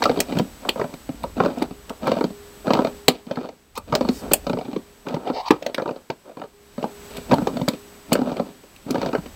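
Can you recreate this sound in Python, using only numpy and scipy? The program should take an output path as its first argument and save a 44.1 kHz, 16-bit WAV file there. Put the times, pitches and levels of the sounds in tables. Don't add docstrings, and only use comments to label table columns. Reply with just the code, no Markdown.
import sys
import numpy as np
from scipy import signal
from scipy.fft import rfft, irfft
from scipy.io import wavfile
from scipy.ndimage import uniform_filter1d

SR = 44100
rng = np.random.default_rng(int(sys.argv[2]) if len(sys.argv) > 2 else 0)


def wav_out(sig):
    wavfile.write(sys.argv[1], SR, np.round(np.clip(np.atleast_2d(sig).T, -1, 1) * 32767).astype(np.int16))


N = 412335


def undb(db):
    return 10 ** (np.asarray(db) / 20)


def unit(x):
    return x / np.sqrt(np.mean(x ** 2))


def curve(table, off_db=-90):
    s, *columns = np.transpose(table)
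    t = np.arange(N) / SR
    return [np.interp(t, s, column, left=off_db, right=off_db) for column in columns]


def walk(rate_hz):
    hold = int(SR / rate_hz)
    steps = np.repeat(rng.standard_normal(N // hold + 1), hold)
    return uniform_filter1d(uniform_filter1d(steps, hold), hold)[:N]


RING_T60_S, RING_SLOPE = 0.028, 0.55


def ring(modes, scatter_db, detune, damp=1., count=1, size=2048):
    hz, db = np.transpose(modes)[:, :, None]
    t60_s = RING_T60_S / damp * (500 / hz) ** RING_SLOPE
    t = np.arange(size) / SR
    chance = rng.standard_normal((count, 2, len(hz), 1))
    shifted_hz = hz * (1 + detune * chance[:, 0])
    waves = np.sin(2 * np.pi * shifted_hz * t) * np.exp(-np.log(1000) * t / t60_s)
    sides = rng.choice([-1, 1], (count, len(hz), 1))
    return np.sum(undb(db + scatter_db * chance[:, 1]) * sides * waves, axis=1)


def blows(times, parts, lead_s, rise_s, last_s, shiver_db, shiver_s, grit_db, damp, scatter_db, detune,
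          size=4096):
    t = np.arange(size) / SR
    fine = rng.standard_normal((len(times), size))
    coarse = rng.exponential(size=(len(times), size))
    grit = undb(grit_db * np.minimum(coarse, 3))
    force = grit * np.exp(-t / last_s) + undb(shiver_db) * np.exp(-t / shiver_s)
    push = fine * force * (1 - np.exp(-t / rise_s))
    out = np.zeros(N + size)
    for modes, peak_db in parts:
        responses = ring(modes, scatter_db, detune, damp, count=len(times))
        sounds = signal.fftconvolve(push, responses, axes=1)[:, :size]
        sounds *= (undb(peak_db) / np.abs(sounds).max(axis=1))[:, None]
        for start_s, sound in zip(times - lead_s, sounds):
            first = int(start_s * SR)
            out[first:first + size] += sound
    return out[:N]


# time_s, level_db (before the colour and a fixed lift)
HISS_SWELL = [(0.0, -62.5), (1.69, -67.5), (2.97, -64), (3.15, -71), (3.72, -76.5), (4.17, -62.5),
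              (4.63, -69.5), (6.53, -74.5), (7.06, -61.5), (8.67, -69.5), (9.35, -65)]
# pitch_hz, level_db
HISS_COLOUR = [(80, 6.5), (200, 16.5), (400, 11), (700, 8), (1200, 6), (2000, 3), (4000, 0.5), (7000, -2),
               (10500, -3)]
# time_s, level_db
RUMBLE = [(0.0, -41.5), (1.01, -53), (1.3, -40.5), (1.51, -50), (2.91, -50), (3.67, -65), (3.77, -47),
          (4.4, -39.5), (4.69, -58), (5.6, -56), (6.28, -70.5), (7.29, -45), (8.04, -60), (8.12, -47),
          (8.59, -59), (9.35, -46.5)]
WHINE = 7867, 15, 3.75


def background():
    swell_db = curve(HISS_SWELL)[0]
    hz = np.fft.rfftfreq(N, 1 / SR)
    colour_hz, colour_db = np.transpose(HISS_COLOUR)
    colour = undb(np.interp(np.log(hz + 1), np.log(colour_hz), colour_db))
    hiss = irfft(rfft(rng.standard_normal(N)) * colour, N) * undb(swell_db + 18.5)

    low_band = signal.butter(2, [30, 80], "band", fs=SR, output="sos")
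    rumble = unit(signal.sosfilt(low_band, rng.standard_normal(N))) * undb(curve(RUMBLE)[0])

    centre_hz, flip_hz, flip_rate_hz = WHINE
    pitch_hz = centre_hz + flip_hz * signal.square(2 * np.pi * flip_rate_hz * np.arange(N) / SR)
    whine_db = -57.0 + 1.2 * (swell_db - swell_db.mean())
    whine = undb(whine_db) * np.sin(2 * np.pi * np.cumsum(pitch_hz) / SR)
    return hiss + rumble + whine


CABIN_T60_S, CABIN_DB, CABIN_HZ = 0.15, -21.5, 1500


def cabin(work):
    t = np.arange(int(.5 * SR)) / SR
    dull = signal.lfilter(*signal.butter(1, CABIN_HZ, fs=SR), rng.standard_normal(len(t)))
    tail = dull * undb(-60 * t / CABIN_T60_S)
    return undb(CABIN_DB) * signal.fftconvolve(work, tail / np.linalg.norm(tail))[:N]


# start_s, level_db (RMS of an undecayed tone), t60_s
ROD = [(1.66, -42.5, 0.89), (2.268, -41, 1.9), (2.872, -43, 1.9), (3.971, -43.5, 2), (4.773, -52.5, 2.1),
       (6.52, -49.5, 1.4), (6.87, -45.5, 8.7), (7.72, -43.5, 2.1), (8.419, -52, 2.1)]
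ROD_HZ = 409


def rod():
    t, out = np.arange(N) / SR, 0
    for start_s, level_db, t60_s in ROD:
        age = np.maximum(t - start_s, 0)
        level = np.sqrt(2) * undb(level_db - 60 * age / t60_s)
        out = out + level * np.minimum(age / 0.03, 1) * np.sin(2 * np.pi * ROD_HZ * age)
    return out


# start_s, end_s, tone_from_hz, tone_to_hz, tone_db, rasp_hz, rasp_db
SCRAPES = [(3.751, 3.787, 887, 1100, -33.5, 4440, -39), (4.103, 4.22, 1000, 1030, -66, 6630, -43),
           (5.248, 5.312, 602, 640, -26.5, 3160, -43), (5.323, 5.425, 512, 883, -27.5, 3440, -38),
           (5.416, 5.47, 877, 954, -34.5, 3520, -49), (5.453, 5.492, 893, 1010, -28.5, 3560, -35)]
# pitch_hz, level_db
STEEL = [(1900, -1), (2360, 8), (2600, 0), (2990, 7), (3650, 5.5), (3960, 5), (4390, 6.5), (4800, 5),
         (5500, -3), (5950, -2.5), (6700, -3.5)]


def scrapes():
    out = np.zeros(N)
    for start_s, end_s, from_hz, to_hz, tone_db, rasp_hz, rasp_db in SCRAPES:
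        size = int((end_s - start_s) * SR)
        phase = 2 * np.pi * np.cumsum(np.linspace(from_hz, to_hz, size)) / SR
        narrow = signal.lfilter(*signal.butter(3, 200, fs=SR), rng.standard_normal((2, size)))
        tone = narrow[0] * np.cos(phase) + narrow[1] * np.sin(phase)
        tone *= undb(3.3 * walk(90)[:size])

        rough = rng.standard_normal(size) * undb(4.9 * np.minimum(rng.exponential(size=size), 4))
        steel = signal.fftconvolve(rough, ring(STEEL, 1.7, 0.023)[0])[:size]
        rough = unit(rough) + undb(-7.5) * unit(steel)
        rasp_band = signal.butter(4, [.5 * rasp_hz, 1.5 * rasp_hz], "band", fs=SR, output="sos")
        rasp = signal.sosfilt(rasp_band, rough)

        swell = np.sin(np.pi * np.linspace(0, 1, size) ** 1.33) ** 0.57
        first = int(start_s * SR)
        out[first:first + size] += swell * (unit(tone) * undb(tone_db) + unit(rasp) * undb(rasp_db))
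    return out


# start_s, length_s, grinding_db, boom_db and steel_db (both against the grinding)
STROKES = [(0.0, 0.21, -32, 0, -14.5), (0.301, 0.096, -31, 2.5, -12), (0.63, 0.054, -38.5, -5, -18),
           (0.772, 0.035, -29, -9, -19), (0.893, 0.028, -43, 2, -20), (1.081, 0.21, -51, 3, -14.5),
           (1.381, 0.11, -28.5, -1, -17.5), (1.54, 0.099, -37, -2, -15.5), (1.898, 0.017, -42, -11, -27),
           (2.03, 0.16, -29.5, -0.5, -15.5), (2.652, 0.21, -29.5, -2, -17.5), (3.094, 0.052, -40.5, -3, -6),
           (3.287, 0.17, -39, -8, -16), (3.884, 0.23, -37.5, 3.5, -15), (4.227, 0.074, -32.5, -1, -21),
           (4.445, .31, -44, 0.5, -13), (5.07, 0.069, -31.5, -4.5, -19.5), (5.201, .11, -38, -5, -21),
           (5.511, 0.063, -43, -15, -11), (5.613, 0.37, -44.5, -10, -19), (6.259, 0.029, -42, -9, -22),
           (6.389, 0.044, -44, -6, -15), (6.794, .09, -43, -12, -16.5), (7.11, 0.083, -40.5, -8, -6.5),
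           (7.301, 0.13, -32, 1, -19.5), (7.474, 0.12, -39, 10, -15.5), (7.687, .06, -47, 4, -6),
           (8.076, 0.043, -51, 11, -5), (8.117, 0.25, -32, -0.5, -17.5), (8.45, 0.054, -47, 3, -10),
           (8.881, 0.21, -34.5, 3.5, -15), (9.237, 0.024, -47.5, 3, -8.5)]
# pitch_hz, level_db
BOOM = [(120, -32.5), (190, 0.5), (237, 1), (280, -0.5)]
KNOCK = [(350, -8.5), (410, -4.5), (462, -2), (545, 1), (610, 0.5), (710, -7), (810, -7.5), (957, -7.5),
         (1170, -11.5), (1300, -8.5), (1560, -20.5)]
ATTACK_DB_PER_S, RELEASE_DB_PER_S = 904, 252.5


def rust():
    t, gains = np.arange(N) / SR, 0
    for start_s, length_s, grinding_db, boom_db, steel_db in STROKES:
        before_s = np.maximum(start_s - t, 0)
        after_s = np.maximum(t - start_s - length_s, 0)
        fade_db = ATTACK_DB_PER_S * before_s + RELEASE_DB_PER_S * after_s
        gains = gains + undb(grinding_db - fade_db) * undb([[0], [boom_db], [steel_db]])
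    clumps_db, parts = 4 * walk(45), 0
    spots = np.stack([ring(modes, 2, .03, count=6) for modes in (KNOCK, BOOM, STEEL)], axis=1)
    for spot in spots:
        slips = (rng.random(N) < .006) * rng.standard_normal(N)
        grains = slips * undb(2.07 * np.minimum(rng.exponential(size=N), 3) + clumps_db)
        parts = parts + signal.oaconvolve(grains[None], spot, axes=1)[:, :N]
    return sum(gain * unit(part) for gain, part in zip(gains, parts))


# start_s, peak_db, bright_db (brightest part against the peak)
CLANKS = [(0.0254, -9.5, -29), (0.0376, -8.5, -13), (0.203, -8, 1.5), (0.387, -15, -11),
          (0.6902, -5, -10.5), (0.939, -29, -15), (1.233, -29, -7), (1.5837, -31, -9),
          (1.6232, -19.5, -8.5), (1.8947, -22.5, -11), (2.071, -24.5, -5.5), (2.7344, -11.5, -15),
          (3.0814, 3.5, -9), (3.357, -29.5, -24), (3.489, -36, -27), (3.7537, -35, -5.5),
          (3.7762, -22.5, -2), (3.951, -5.5, -13.5), (4.088, -18.5, -26), (4.3167, -16.5, -10),
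          (4.334, -5, 5.5), (5.085, -26, -34), (5.144, -27, -26), (5.483, -22, -16), (5.5081, -7.5, -12),
          (5.625, -27.5, -20), (5.6636, -16.5, -21), (5.7447, -14, -16), (6.101, -19.5, -24.5),
          (7.1687, -24.5, -3), (7.3127, -18.5, -24), (7.339, -17.5, -10), (7.471, -25, -30),
          (7.571, -31, -24), (7.6841, -10, -8.5), (8.1291, -9, 1.5), (8.368, -25, -26), (8.762, -36.5, -7),
          (8.907, -19, 2)]
# pitch_hz, level_db
BRIGHT = [(7400, -13.5), (7900, -5.5), (8670, -13.5), (9300, -16.5), (10100, -9)]


def pliers():
    start_s, peak_db, bright_db = np.transpose(CLANKS)
    parts = [(STEEL, peak_db), (BRIGHT, peak_db + bright_db)]
    return blows(start_s, parts, lead_s=0, rise_s=0.00037, last_s=0.0034, shiver_db=-24.5, shiver_s=.014,
                 grit_db=-11.0, damp=2.7, scatter_db=1.5, detune=.03)


# loudest_s, peak_db (of the knock), boom_db (against the knock)
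SLIPS = [(0.025, -8, -19), (0.059, -2, -16), (0.099, -6.5, -7.5), (.117, -13, -15), (0.177, -13, -3),
         (.194, -11.5, -6), (.205, -12.5, -12), (.327, -17.5, 0), (.355, -21.5, 6), (.373, -13.5, 4.5),
         (.4, -8.5, 0.5), (.654, -20.5, -18), (0.69, -13.5, -8), (.636, -30, -13), (0.762, -18.5, -7),
         (0.8, -11, -19), (.818, -9.5, -26), (.845, -15.5, -6), (.941, -28, 4.5), (1.095, -21.5, 6),
         (1.242, -14.5, -7), (1.371, -25.5, 8), (1.406, -4.5, -7), (1.438, -15.5, -14), (1.453, -13, -7),
         (1.463, -9, -16), (1.485, -18, -5), (1.577, -24.5, 7.5), (1.624, -7.5, -4.5), (1.713, -23, 2),
         (1.905, -20.5, -4), (2.045, -24, -3), (2.072, -10, -7), (2.082, -8.5, -6.5), (2.099, -18.5, 2),
         (2.12, -5.5, -7), (2.172, -13.5, -6), (2.213, -9.5, -6), (2.244, -10.5, -1), (2.307, -30, 6),
         (2.682, -11, -3), (2.709, -5.5, -7), (2.738, -6, -9), (2.755, -9.5, -17), (2.774, -10.5, -6.5),
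         (2.793, -8, -0.5), (2.851, -7, -5.5), (2.874, -14.5, -9), (3.086, -.5, -12), (3.271, -38, 12.5),
         (3.315, -13.5, -7), (3.375, -18, 0.5), (3.391, -23, -5), (3.415, -24, -4), (3.445, -30.5, 2),
         (3.492, -23.5, -10), (3.778, -18.5, -13), (3.928, -10, -1), (3.942, -10, -21), (3.956, -8, -18),
         (4.013, -9.5, -4.5), (4.053, -17, -2), (4.091, -11.5, 4), (4.269, -26, -2), (4.317, -6.5, -6.5),
         (4.339, -9.5, -30), (4.471, -13.5, -9), (4.5, -13, 0.5), (4.535, -14.5, -0.5), (4.575, -17, -8),
         (4.592, -15.5, -15), (4.615, -20.5, -21), (4.656, -27, 0), (4.685, -34, 14.5), (4.734, -25.5, 3),
         (4.766, -14.5, -3), (5.071, -17, -3.5), (5.145, -14.5, -0.5), (5.169, -19.5, -2),
         (5.278, -14.5, -22), (5.303, -12.5, -5), (5.368, -21.5, -32), (5.51, 2.5, -18),
         (5.627, -19.5, -16), (5.666, -10, -13), (5.701, -22, -22), (5.749, -23, -12), (5.785, -11, -41),
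         (5.8, -17, -25), (5.824, -16.5, -35), (5.861, -16.5, -26), (5.881, -15, -29), (5.894, -16.5, -26),
         (5.913, -16, -11), (5.964, -23.5, -14), (6.104, -13, -17), (6.259, -38, -13), (6.274, -38, -12),
         (6.32, -34, -16), (6.374, -21.5, -24), (6.401, -27, -9), (6.42, -21.5, -12), (6.441, -26, -23),
         (6.783, -20.5, 1), (6.831, -16, -1), (6.845, -9.5, -10.5), (7.184, -26, 1.5), (7.298, -29, 10),
         (7.316, -7, -12), (7.323, -4.5, -1), (7.336, -2.5, -8), (7.387, -12.5, -1.5), (7.423, -17.5, 4),
         (7.475, -8.5, -8.5), (7.573, -14.5, -10), (7.601, -21, -20), (7.618, -14.5, 3),
         (7.683, -8.5, -1.5), (7.738, -29, 6), (8.124, -5, -0.5), (8.157, -5.5, -20), (8.193, -15, 3.5),
         (8.22, -16.5, 2.5), (8.276, -16.5, -1), (8.321, -14, -3), (8.37, -18, -17), (8.4, -9.5, -4.5),
         (8.64, -36, -12), (8.868, -38, 16), (8.907, -17, 1.5), (8.948, -11, -10), (8.959, -11.5, -10),
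         (8.984, -17, 3), (9.019, -12, -17), (9.033, -13.5, -5), (9.064, -14.5, -7), (9.092, -18.5, -11),
         (9.134, -14, -2), (9.154, -6.5, -38), (9.185, -29, 12), (9.263, -27.5, -3)]
SLIP_STEEL_DB = 0.5
HARD_DB, HARD_PER_DB = -7, 0.7


def thread():
    loudest_s, peak_db, boom_db = np.transpose(SLIPS)
    stroke_start_s, *_, stroke_steel_db = np.transpose(STROKES)
    stroke = np.searchsorted(stroke_start_s, loudest_s) - 1
    steel_db = stroke_steel_db[stroke] + SLIP_STEEL_DB + 2.5 * rng.standard_normal(len(loudest_s))
    hard_db = HARD_DB + HARD_PER_DB * peak_db
    parts = [(KNOCK, peak_db), (BOOM, peak_db + boom_db), (STEEL, peak_db + steel_db),
             (KNOCK[6:], peak_db + hard_db)]
    return blows(loudest_s, parts, lead_s=.0045, rise_s=0.00087, last_s=0.0028, shiver_db=-12.5,
                 shiver_s=0.018, grit_db=3.5, damp=1.05, scatter_db=1.5, detune=.02)


# start_s, end_s, level_db (4.5 dB above the gain that results)
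JAW_SPELLS = [(1.402, 1.5, -6), (3.35, 3.459, 10), (3.763, 3.8, 17), (4.0, 4.103, 19)]
JAW_HZ, JAW_Q = 4390, 90


def jaw(work):
    spells_db = sum(curve([(start_s, level_db), (end_s, level_db)], off_db=-1)[0]
                    for start_s, end_s, level_db in JAW_SPELLS)
    return signal.lfilter(*signal.iirpeak(JAW_HZ, JAW_Q, fs=SR), undb(-1.5 + spells_db) * work)


LOW_CUT_HZ = 144


def scene():
    work = thread() + pliers() + rust() + scrapes()
    work = work + jaw(work)
    work = signal.sosfilt(signal.butter(3, LOW_CUT_HZ, "high", fs=SR, output="sos"), work)
    return (work + cabin(work) + rod() + background())[None]


HALF_RATE_HZ, TOP_HZ = 10280, 15800


def record(dry):
    half_filter = signal.ellip(6, .3, 50, HALF_RATE_HZ, fs=SR, output="sos")
    limited = signal.sosfilt(half_filter, np.clip(dry, -1, 1))
    held = np.repeat(limited[:, ::2], 2, axis=1)[:, :N]
    return signal.sosfilt(signal.ellip(10, .2, 70, TOP_HZ, fs=SR, output="sos"), held)


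dry = scene()
out = record(dry)
wav_out(out)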